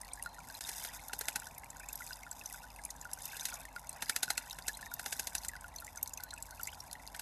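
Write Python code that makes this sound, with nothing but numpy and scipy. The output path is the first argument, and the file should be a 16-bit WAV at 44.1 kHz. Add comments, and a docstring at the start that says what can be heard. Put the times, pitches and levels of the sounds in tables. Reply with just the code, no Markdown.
"""Garden, stone bird bath: a thin stream falls from a spout, plopping and ticking, while a bird bathes in bouts.
Stream: ringing bubbles, sharp ticks of noise and ring, rising blips. Bird: noise slaps, spray, froth, sloshes.
Behind: filtered-noise traffic, one engine gaining speed, beating hum tones, faint whistled birds.
Basin echoes the water; a small camera housing colours everything through resonances and a steep low-pass."""
import sys
import numpy as np
from scipy import signal
from scipy.fft import rfft, irfft, next_fast_len
from scipy.io import wavfile
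from scipy.ndimage import uniform_filter1d

SR = 44100
rng = np.random.default_rng(int(sys.argv[2]) if len(sys.argv) > 2 else 0)


def dump(signal):
    """Clip the signal to [-1, 1] and save it as 16-bit WAV at the path in sys.argv[1]."""
    limited = np.clip(np.atleast_2d(signal).T, -1, 1)
    pcm = np.round(limited * 32767).astype(np.int16)
    wavfile.write(sys.argv[1], SR, pcm)


N = 317961
TIME = np.arange(N) / SR


def undb(db):
    """Decibels to gain."""
    return 10 ** (np.asarray(db) / 20)


def level(x, db):
    """Set the rms level."""
    return x * undb(db) / np.sqrt(np.mean(x ** 2))


def add(out, t_s, x):
    """Mix x into out at time t_s."""
    i = int(np.clip(t_s * SR, 0, N))
    out[i:i + len(x)] += x[:N - i]


def noise(count=N):
    """White noise."""
    return rng.standard_normal(count)


def walk(rate_hz):
    """Slow random drift with a spread near 1."""
    hold = int(SR / rate_hz)
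    steps = np.repeat(noise(N // hold + 1), hold)
    return 1.6 * uniform_filter1d(steps, hold)[:N]


def tone(hz):
    """Sine following a pitch track."""
    return np.sin(2 * np.pi * np.cumsum(hz) / SR)


def butter(x, hz, kind, order=2):
    """Low- or high-pass."""
    return signal.sosfilt(signal.butter(order, hz, kind, fs=SR, output="sos"), x)


def colour(x, points):
    """Minimum-phase filter through f/Hz, gain/dB points."""
    hz, db = np.transpose(points)
    bins_hz = np.arange(N + 1) * SR / (2 * N)
    gain = undb(np.interp(np.log(bins_hz + 1), np.log(hz), db))
    # folded cepstrum makes the response causal
    cepstrum = irfft(np.log(gain))[:N]
    cepstrum[1:] *= 2
    size = next_fast_len(2 * N)
    return irfft(rfft(x, size) * np.exp(rfft(cepstrum, size)), size)[:N]


def echoes(x, t60_s):
    """Scattered reflections that die away, of unit energy."""
    t = TIME[:SR // 2]
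    tail = noise(len(t)) * np.exp(-np.log(1000) * t / t60_s) * (1 - np.exp(-t / 0.0029))
    return signal.fftconvolve(x, tail / np.linalg.norm(tail))[:N]


def scatter(grain, per_s, low_hz, high_hz, spread_db):
    """Steady supply of grains at uneven times, of random pitch and strength, most of them weak."""
    out = np.zeros(N)
    for k, (when, size, strength) in enumerate(rng.random((int(per_s * N / SR) + 1, 3))):
        hz = low_hz * (high_hz / low_hz) ** size
        add(out, (k + when) / per_s, undb(spread_db * strength ** 2) * grain(hz))
    return out


def bubble(hz, cycles, glide, onset_cycles):
    """A ring, as of a bubble: swells, rings out over some cycles and slides in pitch."""
    age_cycles = np.arange(int(6 * cycles * SR / hz)) * hz / SR
    pitch_hz = hz * (1 + glide * (1 - np.exp(-age_cycles / (2 * cycles))))
    swell = (1 - np.exp(-(age_cycles / onset_cycles) ** 2)) * np.exp(-age_cycles / cycles)
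    return swell / swell.max() * tone(pitch_hz)


PLOP_CLICK_DB = -7  # re bubble


def plop(hz):
    """A large bubble usually sags a little in pitch; the closing cavity gives a small wet click."""
    t = TIME[:SR // 20]
    out = undb(PLOP_CLICK_DB) * noise(len(t)) * np.exp(-t / 0.002)
    glide = -0.08 + 0.011 * rng.standard_normal()
    add(out, 0, bubble(hz * 1.027, cycles=8.9, glide=glide, onset_cycles=1.66)[:len(t)])
    return out


TICK_S = 0.0016  # crack decay


def drop(hz, cycles, crack_db):
    """A drop ticks: high-passed noise cracks while a short steady-pitched tone rings out."""
    t = TIME[:SR // 30]
    crack = noise(len(t)) * (1 - np.exp(-t / 0.0003)) * np.exp(-t / TICK_S)
    out = undb(crack_db) * butter(crack, min(hz * 0.69, 5500), "high", order=4)
    ring = bubble(hz, cycles, glide=0, onset_cycles=1.54)
    add(out, 0, ring[:len(t)])
    return out


# big air pockets pulled under: t/s, relative level/dB, f/Hz
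PLOPS = [(0.0323, -47, 1990), (0.196, -42.5, 1940), (0.26, -32, 1430), (0.3836, -43, 1415),
         (0.5, -42.5, 1560), (1.096, -41, 1410), (1.4202, -43, 1430), (1.4676, -41, 1510),
         (1.6347, -43, 2110), (1.7996, -43.5, 1530), (2.0054, -38, 1414), (2.02, -39, 1990),
         (2.107, -37, 1525), (2.2334, -41, 2150), (2.265, -42, 1426), (2.412, -41.5, 2600),
         (2.5432, -41.5, 1476), (2.639, -46, 1493), (2.788, -43.5, 2100), (3.0522, -36.5, 1450),
         (3.3313, -40.5, 1560), (3.5243, -39, 1430), (3.6516, -40.5, 1880), (3.7624, -33.5, 1440),
         (4.2795, -34.5, 1480), (4.692, -34, 1730), (4.8273, -37.5, 1770), (4.8652, -40, 1850),
         (4.9157, -38, 1440), (5.4916, -39, 1960), (5.5344, -40, 1690), (5.5533, -39, 1500),
         (5.6425, -38, 1450), (5.8214, -41.5, 1400), (5.8782, -41, 2040), (5.9705, -44, 1432),
         (6.1765, -44, 2570), (6.1996, -42, 1490), (6.2263, -46, 1490), (6.3315, -40, 1450),
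         (6.3767, -42.5, 2560), (6.5962, -37.5, 1410), (6.6742, -35, 2100), (6.6828, -40, 2300),
         (6.9528, -41.5, 1900)]


def plops():
    """The stream pulls big pockets of air under."""
    out = np.zeros(N)
    for t_s, db, hz in PLOPS:
        add(out, t_s, undb(db - 0.5) * plop(hz))
    return out


# sharp ticks, most from the heaviest drops; some thin high ticks sit close to the low-pass edge: # t/s,
# relative level/dB, f/Hz
TICKS = [(0.0131, -31, 9500), (0.1333, -29, 8750), (0.2242, -29.5, 9760), (0.5492, -39, 4000),
         (0.6479, -39, 3720), (0.8375, -29, 12400), (1.082, -30, 12000), (1.189, -25, 11600),
         (1.58, -32, 11800), (1.7025, -33, 7440), (1.8866, -32, 7470), (1.9287, -26.5, 12100),
         (1.955, -28, 11600), (2.1292, -33.5, 5070), (2.3122, -28, 7700), (2.4578, -29, 6000),
         (2.5253, -27.5, 12900), (2.85, -25.5, 10020), (2.9036, -31.5, 6700), (3.0124, -34, 7000),
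         (3.1321, -23.5, 11000), (3.2193, -33, 9640), (3.2537, -23, 13200), (3.3954, -32.5, 3560),
         (3.4086, -29, 6070), (3.5398, -29, 6700), (3.8921, -27, 8360), (4.508, -33, 3850),
         (4.5278, -35, 5470), (4.7705, -32.5, 9300), (4.9374, -23, 12400), (5.3804, -27.5, 5760),
         (5.4834, -22, 7400), (5.76, -32, 6100), (5.784, -38, 4260), (5.8007, -36.5, 11860),
         (5.8454, -33.5, 7300), (5.9732, -31.5, 6110), (6.0278, -19.5, 12300), (6.0746, -29, 6000),
         (6.1345, -28, 7000), (6.1734, -32.5, 6200), (6.2351, -26.5, 12130), (6.307, -36.5, 4030),
         (6.3371, -33, 8070), (6.424, -27.5, 7770), (6.6313, -24, 11700), (6.6712, -26.5, 7420),
         (6.8028, -34, 5540), (6.9287, -29.5, 9450)]


def ticks():
    """Sharp ticks, most from the heaviest drops of the stream; each comes back once more off the near stone
    wall."""
    out = np.zeros(N)
    for t_s, db, hz in TICKS:
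        sound = undb(db - 5) * drop(hz, cycles=11.8 * np.sqrt(hz / 8000), crack_db=0.5)
        add(out, t_s + 0.0004, sound)
        add(out, t_s + rng.uniform(0.0013, 0.0028), undb(0.5) * sound)
    return out


# clear rising bubbles: t/s, length/s, start f/Hz, end f/Hz, relative level/dB
BLIPS = [(0.11, 0.016, 2800, 5170, -38), (1.802, 0.031, 2040, 2760, -39), (1.827, 0.026, 2170, 2750, -35),
         (1.881, 0.024, 2240, 2880, -34.5), (2.62, .05, 1434, 1510, -35.5), (4.12, 0.013, 2100, 2460, -31),
         (4.734, 0.023, 3570, 4430, -33), (6.205, 0.081, 1480, 1495, -38),
         (6.516, 0.024, 1370, 1670, -33.5), (6.596, 0.017, 2540, 3270, -37), (6.638, .011, 4400, 5000, -31),
         (6.683, 0.018, 2340, 3480, -32), (6.725, 0.01, 2760, 3560, -30)]


def blips():
    """A bubble nearing the surface chirps upward."""
    out = np.zeros(N)
    for t_s, length_s, start_hz, end_hz, db in BLIPS:
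        hz = np.geomspace(start_hz, end_hz, int(length_s * SR))
        add(out, t_s, undb(db - 14.5) * np.hanning(len(hz)) * tone(hz))
    return out


GURGLES_PER_S, TINKLES_PER_S = 26, 14
GURGLE_DB, TINKLE_DB = -65, -59  # rms


def gurgle_grain(hz):
    """Either a plop or a softer bubble without a click, at even odds."""
    if rng.random() < 0.5:
        return plop(hz)
    return bubble(hz, cycles=7.5, glide=rng.uniform(-0.1, 0.23), onset_cycles=1.4)


def tinkle_grain(hz):
    """A small drop with a stronger crack."""
    return drop(hz, cycles=5, crack_db=4)


def trickle():
    """Under the stream soft bubbles gurgle and small drops tick, at chance times."""
    gurgle = scatter(gurgle_grain, GURGLES_PER_S, low_hz=1393, high_hz=2740, spread_db=9)
    tinkle = scatter(tinkle_grain, TINKLES_PER_S, low_hz=4400, high_hz=10500, spread_db=9)
    return level(gurgle, GURGLE_DB) + level(tinkle, TINKLE_DB)


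# wing beats: t/s, relative levels/dB of smack, cavity gulp, low thud
SLAPS = [(0.608, -30.5, -50, -60), (0.6902, -27, -60, -46), (0.848, -31, -45.5, -44.5),
         (1.132, -28, -41.5, -43), (1.2099, -28, -40.5, -43.5), (1.283, -23, -37.5, -41),
         (1.358, -24.5, -36.5, -38), (3.3662, -33, -59, -53), (3.453, -23.5, -59, -55),
         (3.485, -33.5, -46, -63), (4.0222, -25.5, -33.5, -36), (4.0953, -20, -32.5, -43.5),
         (4.1615, -21.5, -34, -43), (4.2296, -17.5, -33.5, -42), (4.303, -21, -30, -39),
         (4.3768, -22, -39, -43), (4.586, -37, -43, -43), (4.681, -22, -40.5, -43.5),
         (4.994, -31.5, -40, -46), (5.0603, -27, -39, -39), (5.1252, -23, -40.5, -42.5),
         (5.1943, -23.5, -39.5, -40.5), (5.2707, -26.5, -48, -43), (5.3505, -23.5, -38.5, -44),
         (5.447, -32.5, -47.5, -58), (7.1465, -42, -39, -57), (7.1942, -31.5, -46, -59)]
# smack and gulp spectrum: f/Hz, gain/dB
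SLAP_COLOUR = [(590, -31), (1000, -27), (1150, -16), (1540, 2), (2370, -4), (2660, -4), (5150, -1.5),
               (12300, -1.5), (16000, -31), (22000, -120)]
# thud spectrum: f/Hz, gain/dB
THUD_COLOUR = [(80, -15), (190, -11.5), (280, -1.5), (350, -12), (440, -1.5), (550, -7), (790, 4),
               (950, -0.5), (1200, -27.5), (3000, -34)]


def slaps():
    """A wing brushes the water, smacks it and leaves a short wash; gulp and thud vary per stroke."""
    smack, gulp, thud = np.zeros((3, N))
    t, lead_s = TIME[:SR // 10], 0.005
    brush = undb(-16.5) * np.linspace(0.2, 1, int(lead_s * SR))
    decay = np.exp(-t / 0.0038) + undb(-21) * np.exp(-t / 0.016)
    shape = np.r_[brush, (1 - np.exp(-t / 0.0005)) * decay]
    count = len(shape)
    for t_s, smack_db, gulp_db, thud_db in SLAPS:
        # the sheet of water tears unevenly
        tearing = undb(2 * np.repeat(noise(count), 30)[:count])
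        add(smack, t_s - lead_s, undb(smack_db) * shape * tearing * noise(count))
        add(gulp, t_s - lead_s, undb(gulp_db) * shape * noise(count))
        cavity = bubble(rng.uniform(1290, 1540), cycles=1.7, glide=0.019, onset_cycles=3)
        add(gulp, t_s, undb(gulp_db - 10) * cavity)
        add(thud, t_s - lead_s, undb(thud_db) * shape * noise(count))
    smack = butter(smack, 2000, "high")
    gulp = butter(butter(gulp, 980, "high"), 1900, "low")
    upper = colour(undb(1) * smack + undb(18) * gulp, SLAP_COLOUR)
    return upper + undb(18.5) * colour(thud, THUD_COLOUR)


# bouts throwing spray: t/s, length/s, spray level/dB, froth level re spray/dB
BOUTS = [(0.69, 0.2, -48.5, -5.5), (1.214, 0.21, -55, -5.5), (1.95, .19, -55, -9.5),
         (2.413, 0.17, -58, -8.5), (3.334, .17, -50.5, -4), (4.01, 0.46, -56.5, -4), (4.686, 0.13, -59, -4),
         (5.059, 0.35, -54.5, -9), (6.513, 0.21, -60.5, -6)]
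SPRAY_RISE_DB_PER_S, SPRAY_FALL_DB_PER_S = 56, 73  # bird works up; spray rains back
STREAM_SPRAY_DB, STREAM_FROTH_DB = -64.5, -5  # constant spatter; its froth re that


def bathing():
    """Spray and froth levels in dB: each bout rises, holds and dies back into the stream's spatter."""
    spray_db, froth_db = STREAM_SPRAY_DB, STREAM_SPRAY_DB + STREAM_FROTH_DB
    for t_s, length_s, db, foam_db in BOUTS:
        before_s = np.maximum(t_s - TIME, 0)
        after_s = np.maximum(TIME - t_s - length_s, 0)
        bout_db = db - SPRAY_RISE_DB_PER_S * before_s - SPRAY_FALL_DB_PER_S * after_s
        spray_db = np.maximum(spray_db, bout_db)
        froth_db = np.maximum(froth_db, bout_db + foam_db)
    return spray_db, froth_db


# droplet hiss spectrum: f/Hz, gain/dB
SPRAY_COLOUR = [(710, -32), (1200, 0), (1490, 9), (2990, -11), (3630, 9), (4510, -28), (4880, 10),
                (10400, 7), (12500, 12.5), (16200, -49), (22000, -120)]
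DROPLETS_PER_S, SPRAY_THINNING = 3600, 0.45  # at the loudest; dB of rate lost per dB of level


def froth_grain(hz):
    """A quick-onset bubble gliding slightly up."""
    return bubble(hz, cycles=10, glide=0.085, onset_cycles=0.52)


def spray():
    """Droplets thrown by the feathers patter back and froth the pool, thickest during each bout."""
    spray_db, froth_db = bathing()
    density = undb(SPRAY_THINNING * (spray_db - spray_db.max()))
    hits = rng.random(N) < DROPLETS_PER_S * density / SR
    drops = hits * undb(10 * np.minimum(rng.exponential(size=N), 3.5))
    # each droplet gives a millisecond of hiss; dividing by density evens out the mean power
    decay = np.exp(-TIME[:SR // 200] / 0.001)
    power = signal.fftconvolve(drops ** 2 / density, decay)[:N].clip(0)
    patter = colour(power ** 0.5 * noise(), SPRAY_COLOUR)
    froth = scatter(froth_grain, per_s=700, low_hz=1384, high_hz=6000, spread_db=20)
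    return level(patter, 0) * undb(spray_db) + level(froth, 0) * undb(froth_db)


# body dips: t/s, length/s, level/dB
SLOSHES = [(0.678, 0.32, -60), (3.457, 0.2, -53), (3.912, 0.08, -53)]


def sloshes():
    """Water displaced by the bird's body washes softly against the stone: swelling band noise."""
    out = np.zeros(N)
    for t_s, length_s, db in SLOSHES:
        add(out, t_s, undb(db) * np.hanning(int(length_s * SR)))
    wash = butter(butter(noise(), 760, "high", order=4), 980, "low", order=4)
    return out * level(wash * undb(2.2 * walk(49)), 0)


# faint bird whistles: t/s, length/s, start f/Hz, end f/Hz, relative level/dB
CHIRPS = [(0.157, 0.15, 3690, 4290, -67), (0.39, 0.045, 4500, 4450, -75), (2.747, 0.17, 8900, 8400, -65),
          (2.8, 0.091, 7500, 6800, -65), (4.754, 0.22, 4070, 3530, -64), (6.2, 0.14, 3960, 4600, -68),
          (6.49, 0.057, 4370, 4480, -66)]


def birds():
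    """Thin twittering whistles, blurred by the trees."""
    out = np.zeros(N)
    for t_s, length_s, start_hz, end_hz, db in CHIRPS:
        count = int(length_s * SR)
        hz = np.linspace(start_hz, end_hz, count) * (1 + 0.025 * walk(160)[:count])
        twitter = np.hanning(count) ** 0.5 * np.abs(walk(70)[:count])
        add(out, t_s, undb(db) * twitter * tone(hz))
    return undb(-7) * out + undb(-2) * echoes(out, t60_s=0.5)


# road noise spectrum: f/Hz, gain/dB
AIR = [(20, -18), (45, 0), (70, 0.5), (110, -5.5), (160, -4), (210, -10), (270, -6), (350, -20),
       (520, -11.5), (800, -0.5), (950, 1), (1200, -12), (3000, -31), (12500, -27.5)]


def traffic():
    """Far road noise: coloured noise drifting slightly in level."""
    return level(colour(noise(), AIR), -58) * undb(0.19 * walk(1.53))


# far engine gathering speed: t/s, f/Hz, relative level/dB
ENGINE = [(4.5, 64, -75), (5.2, 70.4, -61), (6, 76.6, -62), (6.5, 80.7, -59.5), (7.21, 83.3, -66.5)]


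def engine():
    """One far engine speeds up: a low sine rising in pitch."""
    t_s, hz, db = np.transpose(ENGINE)
    gain = undb(np.interp(TIME, t_s, db, left=-120) - 3)
    return gain * tone(np.interp(TIME, t_s, hz))


# machine hum tones: f/Hz, relative level/dB
HUM = [(48.6, -62.5), (49.72, -68.5), (133, -75.5)]


def machine_hum():
    """Steady tones wandering together; the two lowest beat slowly."""
    wander = np.cumsum(0.5 * walk(5.4)) / SR
    return sum(undb(db) * np.sin(2 * np.pi * (hz * (TIME - 0.15) + wander)) for hz, db in HUM)


def scene():
    """The water sounds in its stone basin, in the open garden."""
    stream = plops() + blips() + ticks() + trickle()
    bather = slaps() + spray() + sloshes()
    water = stream + bather
    basin = undb(-15.5) * echoes(water, t60_s=0.048)
    background = undb(2) * (traffic() + engine() + machine_hum())
    return (water + basin + birds() + background)[None]


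# housing peaks and dips: f/Hz, width/Hz, gain/dB
HOUSING = [(1170, 150, -3), (2330, 200, -2), (2660, 180, 3), (3120, 400, -3), (3700, 130, 4),
           (3900, 120, -4), (4120, 130, 7), (4420, 200, -3), (4900, 200, 3), (5280, 180, -3),
           (5850, 170, -5), (6100, 160, 4), (6650, 200, 3), (7000, 200, -3), (7350, 200, 2), (7750, 250, 2),
           (9200, 300, -3), (9820, 300, 4), (11900, 500, 2)]
DIP_START_S, DIP_END_S, DIP_DB = 0.592, 0.607, -25.5
TOP_HZ = 12490


def record(dry):
    """The housing colours the sound; the level drops once, briefly; the top is cut off."""
    out = dry
    for hz, width_hz, db in HOUSING:
        band = signal.lfilter(*signal.iirpeak(hz, hz / width_hz, fs=SR), out)
        out = out + (undb(db) - 1) * band
    out = out * np.where((TIME > DIP_START_S) & (TIME < DIP_END_S), undb(DIP_DB), 1)
    return signal.sosfilt(signal.ellip(10, 0.2, 70, TOP_HZ, fs=SR, output="sos"), out)


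dry = scene()
out = record(dry)
dump(out)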